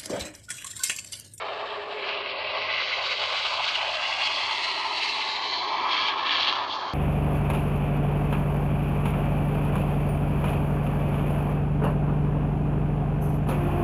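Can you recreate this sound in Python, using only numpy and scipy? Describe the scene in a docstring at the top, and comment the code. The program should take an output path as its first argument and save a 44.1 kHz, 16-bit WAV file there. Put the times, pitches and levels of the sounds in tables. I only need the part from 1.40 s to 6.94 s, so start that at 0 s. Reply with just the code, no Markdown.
"""An aerobatic plane dives out of a loop, far from a small hand-held microphone. Its engine is shaped noise mixed
with small shocks: a jet-like rush of low roar and crackling hiss, swelling in the restless air.
A ground echo closes up in the dive and opens a little at the end, so the hollow colour sweeps upward, then eases back.
Delayed copies off surfaces near the microphone, and moving filters, comb the rush into drifting ridges.
Something like a generator, a wavering sine, hums on the quiet airfield over soft noise."""
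import sys
import numpy as np
from scipy import signal
from scipy.fft import rfft, irfft
from scipy.io import wavfile
from scipy.ndimage import uniform_filter1d, map_coordinates

SR = 44100
rng = np.random.default_rng(int(sys.argv[2]) if len(sys.argv) > 2 else 0)


def unload_audio(sound):
    """Save the sound as a 16-bit wav file, at the path given as the first command line argument."""
    columns = np.transpose(np.atleast_2d(sound))
    # keep every value between -1 and 1, then stretch to whole-number steps
    steps = np.round(np.clip(columns, -1, 1) * 32767)
    wavfile.write(sys.argv[1], SR, steps.astype(np.int16))


N = 244137
TIME = np.arange(N) / SR  # s

# spectrum of the hiss, before scaling to rms 1: freq_hz, density_db
HISS_SPECTRUM = [(400, -26.5), (1000, -6.5), (1600, 3.5), (2100, 1.5), (3100, 5.5), (4000, -0.5),
                 (4500, -8.5), (5100, -18), (6200, -43), (8000, -25.5)]
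# brightness of the rush: start_s, sizzle_over_hiss_db (before trim), treble_edge_hz
BRIGHTNESS_TRACK = [(0, -34, 7460), (0.551, -41, 7750), (.95, -24.5, 5170), (1.848, -19, 8050),
                    (3.65, -17, 10000), (4.3, -18, 6840), (5.049, -24, 6840), (5.54, -13.5, 6940)]
# ground echo of the plane: start_s, lag_ms, share_of_direct, first_ridge_lift_db
GROUND_TRACK = [(0, 1.67, 0.25, 1), (1.05, 1.73, 0.054, 9), (2.05, 1.73, 0.29, -1.5),
                (2.3, 1.73, 0.085, -3), (2.6, 1.5, 0.19, 6.5), (3.05, 1.1, 0.054, 1),
                (3.65, 1.08, 0.066, 5.5), (4.2, 0.95, 0.35, 1), (5, 0.925, 0.17, 0),
                (5.54, 1.26, 0.15, -0.5)]


def undb(db):
    """Decibels to gain."""
    return 10 ** (np.asarray(db) / 20)


def curves(table, at):
    """The columns of a table, joined by straight lines and read at the given times."""
    s, *columns = np.transpose(table)
    return [np.interp(at, s, column) for column in columns]


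def shape(points, hz):
    """Gain of a spectrum given as (Hz, dB) points, joined on a log-frequency axis."""
    freq_hz, db = np.transpose(points)
    return undb(np.interp(np.log(hz + 1), np.log(freq_hz), db))


def bell(hz, centre, octaves):
    """A bell of height 1 on a log-frequency axis."""
    return np.exp(-(np.log2((hz + 1) / centre) / octaves) ** 2)


def unit(x):
    """Scale to rms 1 about the mean."""
    return x / np.std(x)


def tint(x, points):
    """Give a sound a fixed spectrum, at rms 1."""
    hz = np.fft.rfftfreq(N, 1 / SR)
    return unit(irfft(rfft(x) * shape(points, hz), N))


def sweep(x, gain, frame=1024, hop=256):
    """Filter whose gain(Hz, s) moves in time, applied to short overlapping spectra."""
    hz, s, frames = signal.stft(x, SR, nperseg=frame, noverlap=frame - hop)
    moved = frames * gain(hz[:, None], s)
    return signal.istft(moved, SR, nperseg=frame, noverlap=frame - hop)[1][:N]


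def walk(rate_hz):
    """Smooth chance with spread 1: noise that falls away above the given rate."""
    hz = np.fft.rfftfreq(N, 1 / SR)
    return unit(irfft(rfft(rng.standard_normal(N)) / (1 + (hz / rate_hz) ** 4), N))


def flutter(rate_hz):
    """Quick chance with spread 1, its slow drift taken out."""
    quick = walk(rate_hz)
    return unit(quick - uniform_filter1d(quick, SR // 12))


def with_dive(ends, at, tip_s=2.96, tip_span_s=0.25):
    """Glide from a value at the top of the loop to its value in the dive, about the tipping time."""
    top, dive = ends
    return top + (dive - top) * (1 + np.tanh((at - tip_s) / tip_span_s / 2)) / 2


def airfield_floor(floor_db=-59.0):
    """The soft outdoor floor around the microphone: steady noise with a fixed spectrum."""
    # outdoor floor, before scaling to rms 1: freq_hz, density_db
    field_spectrum = [(20, -18), (35, -3.5), (50, -24), (72, 8), (115, -4.5), (160, 3.5), (230, -8.5),
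                      (500, -3.5), (3000, -11.5), (6000, -27.5), (8500, -60.5)]
    return undb(floor_db) * tint(rng.standard_normal(N), field_spectrum)


def generator_hum(hum_hz=99.3, trim_db=-1.0, waver=.38, drift=0.006):
    """A distant generator-like hum: one sine wavering in pitch, strength and phase, fading in and out a little."""
    # hum at the microphone: start_s, level_db (before trim)
    hum_track = [(0, -66), (.6, -67), (1.15, -57.5), (2.6, -63.5), (3.2, -61.5), (3.5, -68), (4.2, -65),
                 (4.8, -62), (5.54, -59.5)]
    phase = 2 * np.pi * np.cumsum(hum_hz * (1 + drift * walk(2.1))) / SR
    in_phase = np.sin(phase) * (1 + waver * walk(7))
    quadrature = waver * np.cos(phase) * walk(7)
    level_db = trim_db + curves(hum_track, TIME)[0]
    return undb(level_db) * unit(in_phase + quadrature)


def scatter(x, wet_db=-14, t60_s=0.11):
    """Things standing around the microphone return a short, diffuse tail: decaying noise as an echo pattern."""
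    t = TIME[:SR // 5]
    after_gap = t > .006  # s
    tail = rng.standard_normal(len(t)) * undb(-60 * t / t60_s) * after_gap
    return x + undb(wet_db) * signal.fftconvolve(x, tail / np.linalg.norm(tail))[:N]


def near_echoes(x):
    """Delayed copies off two surfaces about half a metre away comb the rush into evenly spaced ridges."""
    # echoes changing as the plane moves, one table per surface: start_s, lag_ms, share_of_direct
    near_surface = [(0, 2.96, 0.096), (1.8, 3.3, 0.066), (2.9, 3.15, 0.12), (3.9, 2.9, 0.12),
                    (4.4, 3.05, .16), (5, 3.03, 0.16), (5.3, 3.2, 0.054)]
    further_surface = [(0, 3.2, 0.04), (2.4, 4.1, 0.046), (3.3, 3.13, 0.2), (4, 3.5, 0.18), (4.5, 3, .02)]
    out = x
    for table in (near_surface, further_surface):
        lag_ms, share = curves(table, TIME)
        out = out + share * map_coordinates(x, [(TIME - lag_ms / 1000) * SR], order=1)
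    return out


def ground_echo(x, dull_hz=4200):
    """The ground returns a duller copy, its lag and strength changing with the plane's path."""
    lag_ms, share, _ = curves(GROUND_TRACK, TIME)
    dull = signal.sosfiltfilt(signal.butter(1, dull_hz, fs=SR, output="sos"), x)
    echo = map_coordinates(dull, [(TIME - lag_ms / 1000) * SR], order=3)
    return (x + share * echo) / np.sqrt(1 + share ** 2)


def phasing(x):
    """Narrow ridges and notches slide through the rush as the paths to the microphone change."""
    # ridges and notches that fade and may turn over, every track: start_s, centre_hz, lift_db
    roar_drone = [(0.0, 459, 14), (1.2, 404, 4), (2.2, 402, 2.5), (3.2, 404, 5.5), (4.2, 434, 4.5),
                  (4.8, 463.0, -0.5), (5.54, 417, 2)]
    roar_trough = [(0.0, 490, -1.5), (1.0, 450, -3.5), (1.8, 480, 8), (2.2, 486, -10.5), (2.7, 444, -8.5),
                   (3.3, 460, -4), (3.8, 581.0, -3), (4.7, 478.0, -2.5), (5.54, 440.0, -8)]
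    roar_crest = [(0.0, 1163.0, 2.5), (1.2, 1105, 7), (2.5, 1070, -1), (2.75, 1120, 7.5), (3.3, 1010.0, 2),
                  (4.0, 1031.0, -2), (4.4, 1096, 3), (4.8, 1083.0, 3.5), (5.54, 1065.0, 3.5)]
    low_ridge = [(0.0, 1370, 5.1), (1.0, 1484, 5.5), (2.2, 1470, 9.4), (2.7, 1540, 3.0), (3.2, 1380, 3.3),
                 (3.8, 1410, 11), (4.3, 1600, 0.5), (4.8, 1740, 9.9), (5.54, 1794.0, 0.5)]
    low_notch = [(0.0, 2170, 8), (0.8, 1810, -12.5), (2.0, 1847.0, -5.5), (2.75, 1830, -10),
                 (3.25, 1802.0, 0), (3.65, 1682.0, -0.5), (4.3, 1860, -1.5), (4.9, 1968.0, -4.5),
                 (5.4, 1840, -7.0)]
    mid_ridge = [(0.0, 1720, 8), (0.7, 1924.0, 1.5), (1.3, 2015.0, 8.5), (2.3, 2010, 1.5), (3.25, 2030, 5),
                 (3.9, 2190, 3), (4.4, 2340, 6.5), (5.54, 2457.0, -3)]
    thin_notch = [(0.0, 2510, -10), (0.8, 2420, -1), (2.2, 2406.0, -3), (2.9, 2412.0, -6),
                  (3.3, 2443.0, -8), (3.8, 2428.0, 1.5), (4.25, 2450, -7), (4.8, 2550, -0.5),
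                  (5.54, 2536.0, -4.5)]
    thin_ridge = [(0, 2590, 0.5), (.8, 2660, 3.5), (1.9, 2590, 5.5), (2.6, 2570, 0.5), (3.8, 2640, 6),
                  (4.3, 2620, 4.5), (5, 2740, 5), (5.54, 2700, -4)]
    mid_notch = [(0.0, 2920, -8.5), (2.0, 3120, 2.5), (2.5, 3230, -4), (2.8, 3060, -14), (3.3, 2950, 2),
                 (3.8, 2916.0, -1), (4.25, 2780, -4), (4.8, 3070, -1.5), (5.54, 3022.0, -5)]
    upper_ridge = [(0.0, 3170, -5.5), (1.4, 3279.0, -1), (2.4, 3330.0, 4), (2.8, 3400, 7), (3.3, 3430, 1),
                   (3.7, 3206.0, -1.0), (4.2, 3160.0, 3.5), (4.6, 3280, 4), (5.05, 3280, 1),
                   (5.54, 3170, 6.5)]
    high_notch = [(0.0, 3413.0, -8), (1.0, 3680, -4.5), (2.3, 3420, 1), (2.8, 3640, -6), (3.3, 3830, -4),
                  (3.55, 3550, -9), (3.9, 3570, 0), (4.3, 3830, -9), (4.8, 3801.0, -1.5),
                  (5.54, 3653.0, -5)]
    high_ridge = [(0.0, 4050, -7.5), (1.2, 3920, 2), (2.1, 3800, 5.0), (2.75, 4130, -1), (3.25, 4160, 6.0),
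                  (3.85, 4040, 0), (4.15, 4300, 7), (4.38, 4539.0, 0.5), (4.8, 4473.0, 2),
                  (5.54, 4472.0, 1)]
    top_notch = [(0.0, 4700, -9), (1.2, 4740, -2.0), (2.1, 4600, 2), (2.5, 4580, -13), (2.75, 4600, -6.0),
                 (3.4, 4712.0, -6.5), (4.2, 4740, -3.0), (5.0, 4666.0, -3), (5.54, 4700, -11)]
    # (track, half width Hz)
    tracks = [(roar_drone, 40), (roar_trough, 60), (roar_crest, 100), (low_ridge, 90), (low_notch, 100),
              (mid_ridge, 170), (thin_notch, 55), (thin_ridge, 60), (mid_notch, 110), (upper_ridge, 90),
              (high_notch, 130), (high_ridge, 150), (top_notch, 70)]

    def ripple(hz, s):
        total_db = 0
        for track, half_width_hz in tracks:
            centre_hz, lift_db = curves(track, s)
            total_db = total_db + lift_db * np.exp(-((hz - centre_hz) / half_width_hz) ** 2)
        return undb(total_db)
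    return sweep(x, ripple)


def restless_air(x, depth_db=1.08, rate_hz=15, hollow_octaves=0.16):
    """Turbulence makes each region twinkle on its own; a band between roar and hiss drifts. Besides that, the
    treble edge opens and closes."""
    # band between roar and hiss, hollow or raised: start_s, centre_hz, lift_db
    hollow_track = [(0, 1500, 2.5), (1, 1700, 0), (2.15, 1760, -8.5), (2.6, 1760, 4.5), (3.2, 1580, -5),
                    (4.1, 1280, -14), (4.6, 1440, 1.5), (5.15, 1420, 2.5), (5.4, 2070, -3)]
    centres_hz = 700 * 2 ** (np.arange(9) * .38)
    walks = [walk(rate_hz) for _ in centres_hz]

    def path(hz, s):
        twinkle = sum(bell(hz, c, 0.38) * np.interp(s, TIME, w) for c, w in zip(centres_hz, walks))
        hollow_hz, hollow_db = curves(hollow_track, s)
        edge_hz = curves(BRIGHTNESS_TRACK, s)[1]
        gain = undb(depth_db * twinkle + hollow_db * bell(hz, hollow_hz, hollow_octaves))
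        return gain / (1 + (hz / edge_hz) ** 18)
    return sweep(x, path)


def shock_train(per_s=380, spread_db=1.0):
    """Small shocks of unequal size from the exhaust: single-sample clicks at random times, at rms 1."""
    struck = rng.random(N) < per_s / SR
    size_db = spread_db * np.minimum(rng.exponential(size=N), 4)
    return unit(struck * undb(size_db))


def eddies(shocks, shock_db):
    """Turbulent noise of which a part comes as shocks."""
    return (rng.standard_normal(N) + undb(shock_db) * shocks) / np.hypot(1, undb(shock_db))


def hollow_note(note_hz=427, width_hz=93, level_db=-43.5, peak_s=0.69, span_s=0.46):
    """A narrow band of noise swells and fades like a rough note while the plane hangs at the top."""
    hz = np.fft.rfftfreq(N, 1 / SR)
    band = irfft(rfft(rng.standard_normal(N)) / (1 + (2 * (hz - note_hz) / width_hz) ** 4), N)
    swell = np.exp(-((TIME - peak_s) / span_s) ** 2)
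    return undb(level_db) * swell * unit(band)


def growl(x, width_octaves=0.24, trough_ratio=.58, trough_share=0.49, trough_octaves=0.12):
    """The lowest ridge of the ground echo colours one band of the roar, which climbs as the lag shrinks."""
    def ridge(hz, s):
        lag_ms, _, lift_db = curves(GROUND_TRACK, s)
        centre_hz = 1000 / lag_ms  # one whole wave fits the lag
        crest = bell(hz, centre_hz, width_octaves)
        trough = trough_share * bell(hz, trough_ratio * centre_hz, trough_octaves)
        return undb(lift_db * (crest - trough))
    return sweep(x, ridge)


def turning(x, width_octaves=0.29):
    """One band of the hiss wanders and rises or sinks as the plane turns; the nominal total power stays."""
    # wandering band of the hiss: start_s, centre_hz, lift_db (before the power is evened out)
    beam_track = [(0, 1750, -13.5), (.75, 2760, 1.5), (1.35, 2230, 1), (1.65, 2500, -4), (2.05, 2800, -1.5),
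                  (2.7, 2950, 6.5), (3.05, 3000, 4.5), (3.3, 4140, 3.5), (4.25, 3980, 14.5),
                  (4.45, 3600, 9), (5.05, 3510, 10), (5.4, 3620, 15)]

    def beam(hz, s):
        centre_hz, lift_db = curves(beam_track, s)
        gain = undb(lift_db * bell(hz, centre_hz, width_octaves))
        power = shape(HISS_SPECTRUM, hz) ** 2
        return gain * np.sqrt(power.sum() / (power * gain ** 2).sum(axis=0))
    return sweep(x, beam)


def crackle(source, points, flutter_db=0.69):
    """Fine eddies hiss and flutter; the shocks crackle through them."""
    return tint(source, points) * undb(flutter_db * flutter(35))


def rumble():
    """The lowest part of the engine: steady noise with a fixed spectrum, at rms 1."""
    # rumble of the plane, before scaling to rms 1: freq_hz, density_db
    rumble_spectrum = [(45, -31), (70, -20.5), (150, -14), (220, -9), (290, -0.5), (420, 5), (520, 9.5),
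                       (700, -19.5), (1500, -38.5)]
    return tint(rng.standard_normal(N), rumble_spectrum)


def roar(source, width_octaves=0.75, skirt_db=-19, flutter_db=0.5, low_hz=380, high_hz=2600):
    """Large eddies of the exhaust: a broad, fluttering hump of noise."""
    # centre of the hump: top_of_loop_hz, dive_hz
    hump_hz = (780, 974)

    def hump(hz, s):
        octaves = np.log2((hz + 1) / with_dive(hump_hz, s))
        gain = undb(skirt_db * (1 - np.exp(-.5 * (octaves / width_octaves) ** 2)))
        low_cut = 1 + (low_hz / (hz + 1)) ** 6
        high_cut = 1 + (hz / high_hz) ** 4
        return gain / low_cut / high_cut
    return unit(sweep(source, hump)) * undb(flutter_db * flutter(33))


def gusts():
    """Brief surges and lulls in the gusty air, in dB for the roar and for the hiss."""
    # bell-shaped surges and lulls: centre_s, half_length_s, roar_db, hiss_db
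    surge_table = [(0.697, 0.031, 2.5, 0), (0.834, 0.016, -4.5, -4.5), (0.902, .015, -4, 1.5),
                   (1.158, 0.033, 6, 0.5), (1.4, 0.035, -3.5, 4), (1.494, 0.058, -5.5, 1.5),
                   (1.6, .02, 2, 0), (1.69, 0.059, -4, 3), (1.763, 0.024, -7.5, -4.5),
                   (1.868, 0.051, 0.5, 0.5), (1.979, 0.025, -5.5, 3), (2.029, 0.011, -8, 0),
                   (2.062, 0.011, 0, 5.5), (2.138, .012, 2, 1.5), (2.197, 0.015, 5.5, -2.5),
                   (2.247, .014, -0.5, 4), (2.287, 0.01, -3, 4), (2.357, 0.008, 0, 7),
                   (2.465, 0.092, 6.5, -1), (2.548, .012, 1, 1.5), (2.577, 0.017, -2, -2.5),
                   (2.82, 0.016, 0, 4.5), (2.857, 0.021, -4.5, 3.5), (2.994, 0.031, 2.5, 0),
                   (3.238, 0.014, -5, 4), (3.636, 0.033, -2.5, 2.5), (3.995, 0.035, 2.5, -3.5),
                   (4.143, 0.029, 1.5, 2), (4.267, 0.066, 1.5, 0), (4.466, .03, 2.5, -1),
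                   (4.681, 0.022, -2, 7.5), (4.93, .025, -0.5, 2), (5.012, .012, 0.5, 3.5),
                   (5.084, 0.0076, 2.5, 0), (5.138, 0.013, 0, 0), (5.162, 0.02, 1.5, 3.5),
                   (5.323, 0.062, -7, 2), (5.27, 0.017, -2, -3), (5.33, 0.042, -2.5, 3)]
    total_db = np.zeros((2, N))
    for centre_s, half_length_s, *peaks_db in surge_table:
        total_db += np.outer(peaks_db, np.exp(-((TIME - centre_s) / half_length_s) ** 2))
    return total_db


def plane(roar_db=-0.56, hiss_db=2.0, rumble_db=2.5, sizzle_db=11.5, roar_shocks_db=-6,
          swell_db=0.5, swell_rate_hz=22):
    """Rumble, roar, hiss and sizzle of the engine, swelling and heard through the air and off the ground."""
    # one table per layer: start_s, level_db (before trim and surges)
    roar_track = [(0, -30.5), (.3, -33), (.5, -35.5), (1.15, -35), (1.75, -31), (2.25, -30), (2.5, -34.5),
                  (2.8, -31.5), (3.65, -33), (4.1, -30), (4.43, -26), (4.65, -28.5), (5.17, -28),
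                  (5.3, -24), (5.41, -27), (5.53, -30)]
    hiss_track = [(0, -38), (0.339, -36), (0.469, -41), (0.692, -30.5), (.95, -34), (1.349, -30),
                  (2.3, -29.5), (3.15, -28.5), (3.479, -32.5), (3.652, -29.5), (4.472, -33), (4.533, -26.5),
                  (4.66, -28), (4.77, -35.5), (4.902, -27), (5.09, -23.5), (5.14, -33), (5.25, -36.5),
                  (5.53, -42)]
    rumble_track = [(0, -48), (.9, -46.5), (2.1, -55.5), (3.599, -49), (4.599, -42), (5.54, -42)]
    # shocks in the hiss, before the roar's own trim: start_s, shocks_over_smooth_noise_db
    shock_track = [(0, -4.5), (1.3, -8.5), (3.3, -7), (4.4, -8.5), (4.65, -3.5), (5.08, -0.5), (5.25, -5),
                   (5.54, -4.5)]
    # sizzle of the plane, before scaling to rms 1: freq_hz, density_db
    sizzle_spectrum = [(2500, -13), (3600, 0.5), (4400, 22), (5200, 7.5), (6000, 0), (7000, -4),
                       (9000, -35.5)]

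    shock_db = curves(shock_track, TIME)[0]
    shocks = shock_train()  # one train shared by roar, hiss and sizzle
    roar_surge, hiss_surge = gusts()
    roar_level = curves(roar_track, TIME)[0] + roar_surge
    hiss_level = curves(hiss_track, TIME)[0] + hiss_surge + swell_db * flutter(swell_rate_hz)
    rumble_level = curves(rumble_track, TIME)[0]
    sizzle_level = hiss_level + curves(BRIGHTNESS_TRACK, TIME)[0]

    low = undb(roar_level + roar_db) * roar(eddies(shocks, shock_db + roar_shocks_db))
    low = low + undb(rumble_level + rumble_db) * rumble()
    hiss = undb(hiss_level + hiss_db) * turning(crackle(eddies(shocks, shock_db), HISS_SPECTRUM))
    sizzle = undb(sizzle_level + sizzle_db) * crackle(eddies(shocks, shock_db), sizzle_spectrum)

    engine = growl(low) + hollow_note() + hiss + sizzle
    through_air = phasing(restless_air(engine))
    return scatter(near_echoes(ground_echo(through_air)))


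def scene():
    """The plane over the airfield, in one channel."""
    return (airfield_floor() + generator_hum() + plane())[None]


def record(dry, top_hz=9100):
    """The microphone and the surfaces close to it add peaks and dips, and the recorder cuts the top."""
    # resonances and dips of the microphone and its surroundings: centre_hz, width_hz, lift_db
    colour_table = [(416.4, 30, 6.5), (467, 105, -9), (727, 182, -4.5), (877, 28, 3.5), (938, 43, -6),
                    (1284, 25, 2.5), (1463, 370, -9.5), (1820, 224, -3), (2390, 86, 1), (3424, 940, -3.5),
                    (3680, 600, -2), (4334, 78, -8), (4950, 200, -2.5)]
    hz = np.fft.rfftfreq(N, 1 / SR)
    colour_db = sum(db / (1 + (2 * (hz - centre) / width) ** 2) for centre, width, db in colour_table)
    coloured = irfft(rfft(dry) * undb(colour_db), N)
    return signal.sosfilt(signal.ellip(10, .2, 80, top_hz, fs=SR, output="sos"), coloured)


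dry = scene()
out = record(dry)
unload_audio(out)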